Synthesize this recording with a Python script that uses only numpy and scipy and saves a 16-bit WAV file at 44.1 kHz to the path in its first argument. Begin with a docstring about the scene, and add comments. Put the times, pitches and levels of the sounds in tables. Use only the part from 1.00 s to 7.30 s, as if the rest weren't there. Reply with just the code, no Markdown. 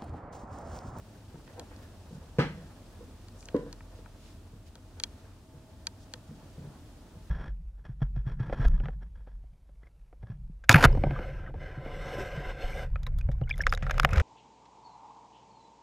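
"""A kitten pads about on a hollow cardboard box in a quiet room, over an appliance's hum, a whistle and hiss.
First come soft steps with faint taps and ticks, then hard blows near 1.4 and 2.5 s, then sparser soft steps.
The loudest ticks of the hand-held camera's housing fall near 4.0 and 4.9 s; a patter of steps follows at 5.3 s.
Box and housing are sums of damped modes; slaps, fur and card are shaped noise.
Tones and noise make the hum, and a decaying noise tail is the room's answer to blows and ticks."""
import sys
import numpy as np
from scipy import signal
from scipy.fft import rfft, irfft, next_fast_len
from scipy.io import wavfile
from scipy.ndimage import map_coordinates

SR = 44100
rng = np.random.default_rng(int(sys.argv[2]) if len(sys.argv) > 2 else 0)


def ratio(d):
    """dB to gain"""
    e = np.asarray(d, float) / 20
    return 10 ** e


def wrap_up_sound(samples):
    """Save the sound to the file named by the first command line argument, as 16-bit audio."""
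    columns = np.atleast_2d(samples).T
    # keep every value between -1 and 1, then stretch to whole-number steps
    tamed = np.clip(columns, -1, 1)
    steps = np.round(tamed * 32767).astype(np.int16)
    wavfile.write(sys.argv[1], SR, steps)


N = 277730  # samples, about 6.3 s


def unit(x):
    """Normalisation: equal mean power, rms 1."""
    return x / np.sqrt(np.mean(x ** 2) + 1e-20)


def along(points, hz):
    """Interpolates (hz, value) points on a logarithmic frequency axis, as pitch is heard."""
    f, v = np.transpose(points)
    return np.interp(np.log(hz + 1), np.log(f + 1), v)


def curves(rows):
    """Envelopes: each column after the time is interpolated linearly to one value per sample."""
    s, *cols = np.transpose(rows)
    return [np.interp(np.arange(N) / SR, s, c) for c in cols]


def wobble(rate):
    """Slow random modulation: a smooth curve through random knots, rate of them a second."""
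    knots = rng.standard_normal(int(N * rate / SR) + 4)
    return map_coordinates(knots, [np.arange(N) * rate / SR])


def filtered(x, response):
    """Linear filtering: the spectrum is multiplied by a response of frequency."""
    n = x.shape[-1]
    m = next_fast_len(n + SR // 4)
    return irfft(rfft(x, m) * response(np.fft.rfftfreq(m, 1 / SR)), m)[..., :n]


def stereo(pair, gain):
    """Interaural coherence: common and opposed noise are mixed to a set left-right correlation, rms 1."""
    # likeness of the two ports: hz, correlation
    likeness = [(60, 0.988), (290, 0.96), (640, .78), (1400, 0.7), (3100, 0.13), (15000, 0.42)]

    def turn(hz):
        return np.arccos(np.clip(along(likeness, hz), -1, 1)) / 2

    mid, side = filtered(pair, lambda hz: gain(hz) * [np.cos(turn(hz)), np.sin(turn(hz))])
    return unit(np.array([mid + side, mid - side]))


def ring(modes, t, rise, slip, start=0):
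    """Modal decay: damped sines swell in over rise seconds, with random levels and phases (slip, rad)."""
    hz, db, t60 = np.transpose(modes)[:, :, None]
    luck = rng.standard_normal((2, len(modes), 1))
    size = ratio(db + 1.5 * luck[0] - 60 * t / t60)
    swell = (1 - np.exp(-t / rise)) ** 2
    return np.sum(size * swell * np.sin(2 * np.pi * hz * t + start + slip * luck[1]), axis=0)


def add(track, s, sound):
    """Superposition: mixes a sound in at s seconds."""
    track[..., round(s * SR):][..., :sound.shape[-1]] += sound


def room(x):
    """Reverberation: a fresh noise tail, 5 ms late, whose frequencies die at their own speeds."""
    # reverberation times: hz, t60_s
    decay = [(100, 0.8), (500, 0.24), (2000, 0.35), (6000, 0.31), (12000, 0.21)]
    noise = stereo(rng.standard_normal((2, SR // 2)), np.ones_like)
    hz, t, z = signal.stft(noise, SR, nperseg=256)
    tail = signal.istft(z * ratio(-60 * t / along(decay, hz)[:, None]), SR, nperseg=256)[1]
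    late = np.pad(x, (SR // 200, 0))[None]
    return signal.fftconvolve(late, tail / np.linalg.norm(tail[0]), axes=1)[:, :len(x)]


def air():
    """Background noise: room tone and microphone hiss as coloured noise with a slight random swell."""
    # relative spectral density of the room tone: hz, density_db
    air_colour = [(12, -18), (20, -6), (93, -0.5), (138, -9), (285, -9), (527, -25), (642, -20),
                  (698, -23.5), (923, -25), (2200, -34), (3250, -33), (9140, -38), (16000, -47.5)]
    level_db = -52 + wobble(3.247)
    return ratio(level_db) * stereo(rng.standard_normal((2, N)), lambda hz: ratio(along(air_colour, hz)))


def hums():
    """Frequency modulation and narrow-band noise: a motor hum, its octave, fuzzy drones and a whistle."""
    # swelling and fading of the low hum: time_s, rms_db
    hum_swell = [(0.0, -69), (1.28, -56), (1.47, -53), (1.7, -57), (2.42, -54), (2.63, -48), (3.52, -55),
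                 (3.79, -60), (4.0, -53.5), (4.61, -68), (5.47, -58), (6.3, -57)]
    # steady fuzzy tones: pitch_hz, rms_db, width_hz
    drone_bands = [(101.2, -63, 9.1), (287, -75.5, 5.8), (638.2, -71.5, 5), (874, -75.5, 10)]
    # spells in which the whistle is heard more faintly: start_s, end_s, change_db
    faint_spells = [(1.6, 2.0, -8), (3.75, 4.75, -14)]
    whistle_hz, whistle_db, spell_edge_s = 15095, -89, 0.08
    t = np.arange(N) / SR

    def fuzz(hz, width):
        return stereo(rng.standard_normal((2, N)), lambda f: 1 / (1 + (2 * (f - hz) / width) ** 2))

    motor_hz = 42.3 + 1.27 * wobble(7.2)
    phase = 2 * np.pi * np.cumsum(motor_hz) / SR
    motor = ratio(curves(hum_swell)[0]) * np.sqrt(2) * np.sin(phase)
    octave_db = -58 + 2 * wobble(3.72)
    octave = ratio(octave_db) * fuzz(83.6, width=20)
    drones = sum(ratio(db) * fuzz(hz, width) for hz, db, width in drone_bands)
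    spell_db = sum(db * np.clip(np.minimum(t - a, b - t) / spell_edge_s, 0, 1) for a, b, db in faint_spells)
    whistle = ratio(whistle_db + spell_db + 2.5 * wobble(3)) * np.sin(2 * np.pi * whistle_hz * t)
    return motor + octave + drones + whistle


def scuffing():
    """Friction noise: fur hisses and card rustles in clumped grains, with a swell for each stroke."""
    # how busily the kitten shifts: time_s, card_rustle_db
    stir = [(0.0, -63.5), (0.5, -61), (1.7, -61), (2.19, -63.5), (2.6, -61), (3.07, -64.5), (3.65, -68.5),
            (4.23, -61), (4.45, -71), (4.81, -66.5), (5.45, -61.5), (6.3, -66.5)]
    # relative spectral density of the fur's hiss: hz, density_db
    fur_colour = [(1500, -19), (2500, 4), (5000, 2.5), (7000, -2), (10000, -7.5), (15000, -45)]
    # relative spectral density of the card's rustle: hz, density_db
    card_colour = [(250, -10), (500, 3), (1000, -5.5), (1800, -11), (3000, -31)]
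    # brushing strokes of fur over card: middle_s, half_length_s, level_db, centre_hz, width_octaves
    strokes = [(0.6, .12, -52.5, 690, 0.44), (0.836, 0.051, -64, 3000, 2.1), (1.144, 0.069, -66, 5000, 1.1),
               (2.254, 0.1, -73, 3970, 1.6), (2.414, 0.11, -62, 6440, 0.55),
               (2.977, 0.082, -65.5, 3470, 1.4), (3.27, 0.2, -62.5, 3440, 1.3),
               (3.676, 0.043, -63.5, 3000, 1.56), (4.256, 0.25, -69, 1300, 0.83),
               (5.024, 0.073, -65.5, 5030, 0.83), (5.749, 0.11, -62, 850, 0.62)]
    card_db, = curves(stir)
    fur_db = -70 + 0.98 * (card_db + 63)  # the hiss swings a little less than the rustle

    def grainy(rate, lump_db):
        return rng.standard_normal((2, N)) * ratio(lump_db * wobble(rate))

    out = ratio(fur_db) * stereo(grainy(120, lump_db=1.5), lambda hz: ratio(along(fur_colour, hz)))
    out += ratio(card_db) * stereo(grainy(40, lump_db=2.8), lambda hz: ratio(along(card_colour, hz)))
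    for s, half_s, db, centre_hz, octaves in strokes:
        n = round(2 * half_s * SR)
        grains = grainy(147.8, lump_db=0.5)[:, :n]
        stroke = stereo(grains, lambda hz: np.exp(-(np.log2(hz / centre_hz + 1e-9) / octaves) ** 2))
        add(out, s - half_s, ratio(db) * np.hanning(n) ** 2 * stroke)
    return out


def housing():
    """Stick-slip and dispersion: slips ring short modes, whose bending waves bring the treble first."""
    # ticks of the housing, and low taps, perhaps claws on card:
    # time_s, level_db, favoured_hz, narrowing_db_per_octave_squared
    ticks = [(.355, -46.5, 890, 17), (0.476, -50, 1200, 3), (0.577, -42, 600, 8.5),
             (0.5957, -32.5, 6000, 1), (.7138, -47, 895, 16), (0.763, -46.5, 5470, 12),
             (2.284, -44.5, 3940, -5), (2.407, -44, 6800, 10), (2.427, -44.5, 2500, 5),
             (2.456, -34, 7200, 25), (2.4861, -33.5, 2310, 5), (2.5647, -41.5, 5500, 2),
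             (2.7278, -34.5, 5000, -2.05), (2.806, -46.5, 1400, 13), (3.059, -45.5, 1460, 12),
             (3.7545, -39.5, 4000, -1.2), (3.9995, -27.5, 3500, 1.2), (4.0367, -17, 4400, 2.7),
             (4.8693, -21, 4300, 1.94), (5.1374, -28, 2530, 1.3)]
    # modes of the plastic housing: pitch_hz, level_db, share_of_tick_t60
    plastic_modes = [(494, -5, 5.4), (660, -5, 1.3), (932, -7, 2.7), (1297, -12.5, 2.7), (1558, -6, 1.4),
                     (1860, -9.5, 2), (2383, -3.5, 0.84), (2900, -7, 0.69), (3285, -4.5, 1.5),
                     (3780, 5.5, 0.28), (4515, 7.5, 0.61), (5240, -0.5, 0.41), (5600, -1.5, 0.81),
                     (6460, 5.5, 0.38), (7530, -9, 0.68), (8540, -6, 0.32), (9700, -6.5, 0.39),
                     (11060, -3.5, 0.26), (13000, -11, 0.46), (14900, -12, 0.4)]
    # ticks are louder in one port: hz, left_over_right_db
    lean = [(500, -1), (1200, 7), (2400, -1), (4500, 0), (9000, 7), (13000, 3)]
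    # ticks reach the two ports unevenly: hz, left_lead_rad
    lead = [(500, .3), (1200, .1), (2300, -.7), (4500, -1.9), (6500, -1.9), (9000, -.4), (15000, -1)]
    tick_t60_s, small_tick_t60_s, small_db = 0.015, 0.012, -33  # ticks at or below small_db die sooner
    out, t = np.zeros((2, N + SR)), np.arange(SR // 8) / SR
    hz, db, share = np.transpose(plastic_modes)
    swing = np.pi * np.arange(len(hz))[:, None]  # neighbouring modes start opposite ways

    def spread(f):
        return np.exp(-4j * np.pi * 0.055 * np.sqrt(f))  # delay of 0.055 / sqrt(Hz) seconds

    def ports(f):
        louder = ratio(np.outer([0.5, -0.5], along(lean, f)))
        return louder * np.exp(0.5j * np.outer([1, -1], along(lead, f)))

    for s, tick_db, near_hz, narrow_db in ticks:
        mode_db = db - max(narrow_db, 0) * np.log2(hz / near_hz) ** 2
        t60 = tick_t60_s if tick_db > small_db else small_tick_t60_s
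        modes = np.transpose([hz, mode_db - max(mode_db), share * t60])
        slips = rng.standard_normal(SR // 100) * ratio(-60 * t[:SR // 100] / 0.017)
        slips[0] = 15  # the first slip is the big one, small followers die away
        body = ring(modes, t, rise=0.0002, slip=0.3, start=swing)
        rattle = np.convolve(body, slips / np.linalg.norm(slips))[:len(t)]
        tick = ratio(tick_db) * filtered(rattle, spread)
        add(out, s - 0.0008, tick + ratio(-44) * room(tick))
    return filtered(out[:, :N], ports)


def box():
    """Impact on a membrane and cavity: paws drum lid and walls and slap the card; the paw damps the ring."""
    # paw blows: time_s, lid_db, walls_db, slap_db, slap_tilt_db_per_octave
    paws = [(0.343, -40, -44.5, -43.5, -11.5), (0.468, -44, -54, -52, -3.5), (0.564, -62.5, -46, -43.5, -8),
            (0.589, -60, -43, -43, -8.5), (0.709, -56, -51, -49.5, -4), (0.819, -60, -49, -51.5, -1),
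            (1.109, -41, -47, -56, -10), (1.127, -34, -63, -46, -11), (1.164, -38, -62, -58, -10),
            (1.386, -18, -14, -28.5, 3), (1.392, -22.5, -43, -23, -2), (1.574, -38, -46, -52, -0.5),
            (1.639, -47, -61, -56.5, 0.5), (2.008, -62, -38, -64, -3), (2.086, -57, -49.5, -60, -7),
            (2.545, -32, -13, -34.5, -5.5), (2.591, -36, -30, -58, -9), (2.632, -52, -34.5, -66, -5),
            (2.664, -40, -35.5, -46.5, -7), (2.989, -45, -45, -56, -3), (3.532, -41.5, -52.5, -73, -7),
            (3.971, -62, -51, -50, -5), (4.54, -44, -52, -60, -10), (5.293, -37, -66, -52, -17),
            (5.312, -34, -49, -66, -9), (5.43, -41, -53, -53, -11), (5.58, -36.5, -48, -50, -8),
            (5.61, -36, -52, -53, -4), (5.644, -35, -59, -44, -12), (6.153, -41.5, -51, -58.5, -5)]
    # the lid as an undamped drum: pitch_hz, level_db, t60_s
    lid_modes = [(79.5, -10, 0.28), (111.3, -4.5, 0.14), (128.8, -1, 0.11), (149, 4.5, 0.19),
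                 (171, 1.5, 0.15), (208, -9, 0.2)]
    # undamped walls and the air inside: pitch_hz, level_db, t60_s
    wall_modes = [(238.7, -7, 0.13), (281.7, -6.5, 0.13), (346, -14, 0.18), (372, -10, 0.11),
                  (406.7, 1.5, 0.062), (439, 2.5, 0.055), (450, -9, 0.2), (479.2, -2.5, 0.14),
                  (509, -30, 0.084), (571, -18, 0.16), (770, -50, 0.033), (949, -28, 0.147),
                  (998, -23, 0.25), (1073, -12, 0.056)]
    # relative spectral density of the untilted slap of card: hz, density_db
    slap_colour = [(150, -4.5), (300, 5.5), (700, 1), (1200, -3.5), (1450, 4), (1750, 2.5), (2100, -3.5),
                   (5200, -13.5), (8000, -29), (14000, -45)]
    # loose flaps that buzz on a hard slap: pitch_hz, level_db, t60_s
    flap_modes = [(1280, -15, 0.12), (1470, 0, 0.13), (1680, -18, 0.2), (1734, -0.5, 0.18)]
    ring_share, soft_ring_share = 0.69, 0.54  # shares of ring time left by the resting paw, by a soft pad
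    hard_db = -30  # blows above this on lid or walls land on stiff legs
    hard_rise_s, soft_rise_s = 0.004, 0.0065  # a soft pad bends the lid more slowly
    soft_tilt_db = 10  # per octave: a soft pad favours the lid's upper modes
    slap_t60_s = 0.027
    box_lead_s = 0.00011  # the box is nearer the left port
    out, t = np.zeros((2, N + SR)), np.arange(SR // 2) / SR
    hard_drum = [(hz, db, t60 * ring_share) for hz, db, t60 in lid_modes]
    soft_drum = [(hz, db + soft_tilt_db * np.log2(hz / 150), t60 * soft_ring_share) for hz, db, t60 in lid_modes]
    damped_walls = np.multiply(wall_modes, [1, 1, ring_share])
    for s, lid_db, walls_db, slap_db, tilt_db in paws:
        hard = max(lid_db, walls_db) > hard_db
        drum, rise_s = (hard_drum, hard_rise_s) if hard else (soft_drum, soft_rise_s)
        lid = ratio(lid_db) * ring(drum, t, rise=rise_s, slip=0.3)
        walls = -ratio(walls_db) * ring(damped_walls, t, rise=0.003, slip=0.2)

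        def slap_gain(hz):
            return ratio(along(slap_colour, hz) + tilt_db * np.log2(hz / 1400 + 0.23))

        noise = unit(filtered(rng.standard_normal(len(t)), slap_gain))
        slap = ratio(slap_db - 60 * t / slap_t60_s) * (1 - np.exp(-t / 0.001)) * noise
        # a brighter slap shakes the flaps more
        flaps = ratio(slap_db + 3.8 * tilt_db - 13) * ring(flap_modes, t, rise=0.0088, slip=np.pi)
        body = lid + walls + flaps
        add(out, s - 0.001, body + slap + room(ratio(-11.5) * body + ratio(7.0) * slap))
    return filtered(out[:, :N], lambda hz: np.exp(1j * np.pi * box_lead_s * np.outer([1, -1], hz)))


def scene():
    """Superposition of all sources at the two ports."""
    return air() + hums() + scuffing() + housing() + box()


def top_cut(x):
    """Nothing passes above the cut-off."""
    return signal.sosfilt(signal.butter(12, 16520, fs=SR, output="sos"), x)


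def record(dry):
    """Band limiting: the deepest bass is weakened, and so is the top band above a cutoff."""
    bass_hz, top_hz, top_db = 33, 15800, -17

    def colour(hz):
        return np.where(hz < top_hz, 1, ratio(top_db)) / np.sqrt(1 + (bass_hz / (hz + 1)) ** 4)

    mix = filtered(dry, colour)
    return top_cut(mix)


dry = scene()
out = record(dry)
wrap_up_sound(out)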